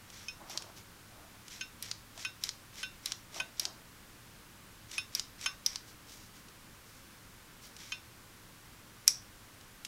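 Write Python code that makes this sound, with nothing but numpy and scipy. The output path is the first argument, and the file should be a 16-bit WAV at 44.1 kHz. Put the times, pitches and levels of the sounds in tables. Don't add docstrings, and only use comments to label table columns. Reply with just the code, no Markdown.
import sys
import numpy as np
from scipy import signal
from scipy.fft import rfft, irfft, next_fast_len
from scipy.io import wavfile
from scipy.ndimage import uniform_filter1d

SR = 44100
rng = np.random.default_rng(int(sys.argv[2]) if len(sys.argv) > 2 else 0)


def log_audio(samples):
    frames = np.atleast_2d(samples).T
    limited = np.clip(frames, -1, 1)
    pcm = np.round(limited * 32767).astype(np.int16)
    wavfile.write(sys.argv[1], SR, pcm)


N = 435266
HIT_SIZE = 16384
T = np.arange(HIT_SIZE) / SR
HZ = np.fft.rfftfreq(HIT_SIZE, 1 / SR)

# touch in seconds, stop in seconds,
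# touch level in dB, stop level in dB (both near the peak), extra spring sing in dB, extra treble edge in dB.
SQUEEZES = [(0.101, 0.283, -37.5, -27.5, 10.5, 4), (1.481, 1.61, -34.5, -25, 2.5, -2),
            (2.177, 2.249, -34, -22, -1, 1), (2.756, 2.83, -40, -22.5, -3, 0),
            (3.344, 3.4, -32.5, -21.5, -1.5, 2.5), (4.9137, 4.98, -31, -20.5, 2.5, 9),
            (5.412, 5.46, -30.5, -16.5, 3.5, 6), (7.7652, 7.92, -35.5, -22.5, -0.5, -7)]
# snap in seconds, stop in seconds,
# snap level in dB, stop level in dB (both near the peak), extra spring sing in dB, extra treble edge in dB.
RELEASES = [(0.497, 0.575, -33, -19, 0, 5), (1.825, 1.914, -24, -21, -4, 7),
            (2.437, 2.491, -15.5, -21, -4.5, -5), (3.058, 3.12, -18, -19.5, -6.5, -4),
            (3.596, 3.653, -14.5, -18.5, 1.5, 1.5), (5.15, 5.196, -13.5, -18.5, 8, 4.5),
            (5.662, 5.758, -9.5, -22, 8.5, 0)]
# time in seconds, level near the peak in dB.
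LOCK_SNAPS = [(9.078, -6)]
# frequency in Hz, mean relative level in dB, decay time t60 in seconds.
HINGE_MODES = [(3080, 2, 0.026), (3700, -32, 0.033), (4400, -5, 0.045), (4730, 5, 0.029), (5440, -3, 0.028),
               (5830, 1, 0.03), (6700, -5, .035)]
# frequency in Hz, relative level in dB per Hz.
OPEN_TONE = [(290, -35), (500, -24), (974, -13.5), (2330, -14), (2930, -6.5), (3390, -5), (4940, 1.5),
             (6420, -3.5), (7210, -10), (7860, -10.5), (9920, -19), (11000, -21.5), (16000, -38)]


def amp(db):
    return 10 ** (np.asarray(db) / 20)


def unit(x):
    return x / np.sqrt(np.mean(x ** 2) + 1e-20)


def unit_peak(x):
    power = uniform_filter1d(x ** 2, size=132, mode="constant")
    return x / np.sqrt(power.max())


def fade(t60, t=T):
    return amp(-60 * t / t60)


def along(points, hz):
    point_hz, value = np.transpose(points)
    return np.interp(np.log(hz + 1), np.log(point_hz + 1), value)


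def noise(spectrum):
    size = next_fast_len(N + SR // 2)
    gain = amp(along(spectrum, np.fft.rfftfreq(size, 1 / SR)))
    white = rfft(rng.standard_normal(size))
    return unit(irfft(white * gain, size)[:N])


def causal(db):
    cepstrum = irfft(np.log(np.maximum(amp(db - db.max()), 1e-4)))
    cepstrum[1:HIT_SIZE // 2] *= 2
    cepstrum[HIT_SIZE // 2 + 1:] = 0
    return np.exp(rfft(cepstrum))


def add(track, s, sound):
    part = track[round(s * SR):][:len(sound)]
    part += sound[:len(part)]


def in_room(x, wet_db):
    # frequency in Hz, decay time t60 in seconds.
    room_decay = [(500, 0.37), (2500, 0.3), (6000, 0.29), (10000, 0.19), (15000, 0.18)]
    hz, t, z = signal.stft(rng.standard_normal(HIT_SIZE), SR, nperseg=256)
    decaying = z * fade(along(room_decay, hz)[:, None], t)
    tail = signal.istft(decaying, SR, nperseg=256)[1][:HIT_SIZE]
    tail *= 1 - np.exp(-T / 0.0023)
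    bounces = rng.standard_normal(HIT_SIZE) * (T > .0012) * (T < .005)
    answer = amp(wet_db) * tail / np.linalg.norm(tail)
    answer += amp(-9.0) * bounces / np.linalg.norm(bounces)
    return x + signal.fftconvolve(x, answer)[:HIT_SIZE]


def contact(colour_db, chatter_s, spread_s):
    burst = rng.standard_normal(HIT_SIZE) * fade(chatter_s, T ** 2 / chatter_s)
    force = rfft(burst)
    force /= np.abs(force) ** (2 / 3)
    delay = spread_s / np.sqrt(1 + HZ / 1000)
    bending = np.exp(-2j * np.pi * np.cumsum(delay - delay[-1]) * HZ[1])
    wave = irfft(force * causal(colour_db) * bending)
    return unit_peak(wave * (T < T[-1] / 2))


def ring(modes, shade, length=1, lowest_db=0):
    hz, db, t60 = np.transpose(modes)[:, :, None]
    level, phase = rng.standard_normal((2, len(modes), 1))
    shade_db = np.where(hz == hz.min(), lowest_db, along(shade, hz))
    db = db + 2.5 * level + shade_db
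    waves = amp(db) * fade(t60 * length) * np.sin(2 * np.pi * (hz * T + phase))
    onset = 1 - np.exp(-T / 0.0014)
    return waves.sum(axis=0) * onset / np.linalg.norm(amp(db))


def spring(centre_hz, width_hz, t60):
    resonance = 1 / (1 + ((HZ - centre_hz) / width_hz) ** 2)
    cluster = irfft(rfft(rng.standard_normal(HIT_SIZE)) * resonance)
    return unit(cluster) * fade(t60)


def shading(knock_db=0, sing_db=0, edge_db=0):
    return [(1200, knock_db), (2400, 0), (4200, 0), (5300, sing_db), (6000, sing_db), (7000, 0),
            (9500, edge_db)]


def strokes(table, rise_s, fall_s):
    gain, t = np.zeros(N), np.arange(SR) / SR
    for start, end, *levels_db in table:
        length = end - start
        gate = (1 - np.exp(-t / rise_s)) * np.exp(-np.maximum(t - length, 0) / fall_s)
        level_db = np.interp(t, np.linspace(0, length, len(levels_db)), levels_db)
        add(gain, start, gate * amp(level_db))
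    return gain


def friction(tone, grain_rate, grain_db):
    knots = rng.standard_normal(N)
    bumps = np.interp(np.arange(N) * grain_rate / SR, np.arange(N), knots)
    return unit(noise(tone) * amp(grain_db * bumps))


def scrapes(table, levels_db, bite_share=0):
    usual_travel_s, speed_power = 0.064, 1.04
    creep_s, creep_db = 0.033, -54.5
    for start, stop, *_ in table:
        travel_s = stop - start
        speed_db = 20 * np.log10(usual_travel_s / travel_s)
        yield start - creep_s, start, creep_db + speed_db
        yield start + bite_share * travel_s, stop, *(np.array(levels_db) + speed_power * speed_db)


def background():
    # frequency in Hz, relative level in dB per Hz.
    air_tone = [(180, -26), (300, 0), (385, -4), (592, -4.5), (633, -8.5), (1090, -3), (1360, -4),
                (1550, -3), (1680, -5), (3380, -9), (3730, -9.5), (5200, -10.5), (6670, -12),
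                (15000, -15.5), (15800, -18)]
    # frequency in Hz, relative level in dB per Hz.
    rumble_tone = [(8.8, -24), (15, -0.5), (33, -2), (70, -5.5), (91, -4), (108, 0.5), (149, -7),
                   (172, -4.5), (202, -6), (236, -7), (340, -16), (440, -37), (750, -120)]
    hum = noise([(85, -80), (97, -19), (102, 4), (107, -22), (125, -73)])
    return amp(-57) * noise(air_tone) + amp(-60) * noise(rumble_tone) + amp(-76.5) * hum


def brushing():
    # start in seconds, length in seconds, starting level in dB.
    brush_times = [(0.754, 0.044, -47.5), (5.865, 0.048, -48), (6.065, .2, -52), (6.34, 0.062, -52.5),
                   (6.847, 0.31, -60), (7.615, .07, -48.5)]
    # frequency in Hz, relative level in dB per Hz.
    brush_tone = [(1500, -9), (3500, -0.5), (5800, 3), (8000, -5), (15000, -10)]
    slowing_db = 9
    brushes = [(s, s + length, db, db - slowing_db) for s, length, db in brush_times]
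    gain = strokes(brushes, rise_s=0.02, fall_s=0.025)
    return gain * friction(brush_tone, grain_rate=250, grain_db=-2.5)


def gripping():
    # start in seconds, length in seconds, level at the middle in dB.
    grip_times = [(0.383, 0.32, -53), (1.098, .28, -60), (2.15, 0.058, -60), (3.32, 0.13, -52.5),
                  (3.61, 0.12, -53)]
    # frequency in Hz, relative level in dB per Hz.
    grip_tone = [(280, -16), (340, -2.5), (470, -15), (620, 0), (700, -0.5), (790, -2), (920, -3),
                 (1500, -10), (3000, -37)]
    swell_db = 6.5
    rubs = [(s, s + length, db - swell_db, db, db - swell_db) for s, length, db in grip_times]
    gain = strokes(rubs, rise_s=0.0064, fall_s=0.071)
    return gain * friction(grip_tone, grain_rate=90, grain_db=3.5)


def scraping():
    # levels in dB at its start, middle and end.
    closing_db = (-40.5, -45, -49.5)
    # levels in dB at its start, middle and end.
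    opening_db = (-37.5, -47.5, -49.5)
    # frequency in Hz, relative level in dB per Hz.
    scrape_tone = [(800, -11.5), (1500, -6), (1950, -1.5), (2280, 1.5), (2700, -5), (3200, 0.5), (4000, -1),
                   (4900, -1), (5650, 4.5), (6400, -1.5), (7500, -5), (10000, -14.5), (12500, -12),
                   (15500, -32)]
    bursts = [*scrapes(SQUEEZES, closing_db, bite_share=0.11)]
    bursts += scrapes(RELEASES, opening_db)
    bursts += [(s - 0.0097, s, -33.5) for s, _ in LOCK_SNAPS]
    gain = strokes(bursts, rise_s=0.014, fall_s=0.013)
    return gain * friction(scrape_tone, grain_rate=600, grain_db=2.0)


def ticking():
    # time in seconds, level near the peak in dB.
    loose_ticks = [(0.6215, -32), (6.4847, -42.5), (9.6106, -44), (9.8488, -26)]
    track = np.zeros(N)
    shade = [(900, -3), (2500, 8.5), (4500, -4), (10000, 8.0)]
    colour = along(OPEN_TONE, HZ) + along(shade, HZ)
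    first_touches = [(s, db) for s, _, db, *_ in SQUEEZES]
    for s, db in first_touches + list(loose_ticks):
        touch = contact(colour, chatter_s=0.0099, spread_s=0.00104)
        add(track, s, amp(db - 10.5) * in_room(touch, wet_db=-8.5))
    return track


def locking():
    # frequency in Hz, width in Hz, relative level in dB.
    slider_modes = [(2450, 270, -16), (4050, 970, -10), (4800, 420, -7.5), (5370, 480, -1.5),
                    (5860, 640, -0.5), (6690, 210, -6), (7790, 530, -7.5), (9150, 600, -8),
                    (10220, 650, -8), (11500, 600, -15), (12550, 1300, -16)]
    track = np.zeros(N)
    power = sum(amp(db) ** 2 / (1 + (2 * (HZ - hz) / width) ** 2) ** 2 for hz, width, db in slider_modes)
    body = along([(200, -34), (700, -50), (1300, -23), (4500, -27.0), (8500, -17), (13000, -20),
                  (16000, -38)], HZ)
    colour = 10 * np.log10(power + amp(body) ** 2)
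    for s, db in LOCK_SNAPS:
        snap = amp(-5.5) * contact(colour, chatter_s=0.0026, spread_s=0.00303)
        rebound = amp(-31) * contact(along(OPEN_TONE, HZ), chatter_s=0.0029, spread_s=0.00296)
        add(snap, .002, rebound)
        shiver = amp(-25.5) * spring(centre_hz=5570, width_hz=280, t60=0.23)
        add(track, s, amp(db) * (in_room(snap, wet_db=-13.5) + shiver))
    return track


def opening():
    track = np.zeros(N)
    for _, s, _, db, _, _ in RELEASES:
        hit = amp(-9.0) * contact(along(OPEN_TONE, HZ), chatter_s=0.004, spread_s=0.00089)
        hit += amp(-16) * ring(HINGE_MODES, shading())
        add(track, s, amp(db) * in_room(hit, wet_db=-12.0))
    return track


def releasing():
    # frequency in Hz, relative level in dB per Hz.
    release_tone = [(530, -38), (900, -34), (2540, -18.5), (3430, -11.5), (4010, -2), (4520, -17),
                    (5040, 1), (5350, -2), (5890, -3.5), (6970, -19.5), (7580, -13), (8450, -18.5),
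                    (9310, -13), (12700, -15.5), (16000, -30)]
    track = np.zeros(N)
    for s, _, db, _, sing_db, edge_db in RELEASES:
        shade = shading(sing_db=sing_db, edge_db=edge_db)
        colour = along(release_tone, HZ) + along(shade, HZ)
        hit = amp(-10.5) * contact(colour, chatter_s=0.006, spread_s=0.00205)
        hit += amp(-14.5) * ring(HINGE_MODES, shade)
        shiver = amp(-40 + sing_db) * spring(centre_hz=5700, width_hz=300, t60=0.19)
        add(track, s, amp(db) * (in_room(hit, wet_db=-14.5) + shiver))
    return track


def shutting():
    # frequency in Hz, mean relative level in dB, free decay time t60 in seconds.
    blade_modes = [(1520, -5.5, 0.18), (1970, -19, 0.04), (2523, 6.5, 0.096), (2730, -6, 0.25),
                   (3082, 4, 0.063), (3510, -11.5, 0.19), (3590, -14.5, 0.31), (3775, -12.5, 0.31),
                   (3820, -21, 0.12), (4083, -21, 0.23), (4230, -19, 0.16), (5322, -5.5, 0.19),
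                   (6480, -4, 0.053), (10050, -19, 0.023)]
    # frequency in Hz, relative level in dB per Hz.
    shut_tone = [(350, -63), (600, -26), (1100, -3.5), (1990, -5), (2570, 3.5), (3190, -5), (3550, -6),
                 (4340, -7), (5250, -4), (5770, -6.5), (6420, 0), (7650, -24), (10300, -8), (11600, -27),
                 (15000, -35)]
    usual_stop_db, knock_per_db = -21.5, 1.7
    ring_share, damping_per_db = 0.76, 0.14
    sideways_from_s, sideways_to_s = 0.7, 3.7
    sideways_db, upright_db = 3.5, -3
    track = np.zeros(N)
    for _, s, _, db, sing_db, edge_db in SQUEEZES:
        force_db = db - usual_stop_db
        shade = shading(knock_per_db * force_db, sing_db, edge_db)
        length = ring_share * amp(-damping_per_db * force_db)
        lowest_db = sideways_db if sideways_from_s < s < sideways_to_s else upright_db
        colour = along(shut_tone, HZ) + along(shade, HZ)
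        hit = amp(-12.5) * contact(colour, chatter_s=0.013, spread_s=0.001024)
        steel = amp(-3.5) * ring(blade_modes, shade, length, lowest_db)
        add(track, s, amp(db) * (in_room(hit, wet_db=-9.0) + steel))
    return track


def scene():
    mono = background() + brushing() + gripping() + scraping()
    mono += ticking() + locking() + opening() + releasing() + shutting()
    return np.array([mono, mono])


def record(dry):
    top_hz = 15900
    rounded = dry / (1 + (dry / .78) ** 6) ** (1 / 6)
    size = next_fast_len(N + SR // 2)
    hz = np.fft.rfftfreq(size, 1 / SR)
    return irfft(rfft(rounded, size) / (1 + (hz / top_hz) ** 160), size)[:, :N]


dry = scene()
out = record(dry)
log_audio(out)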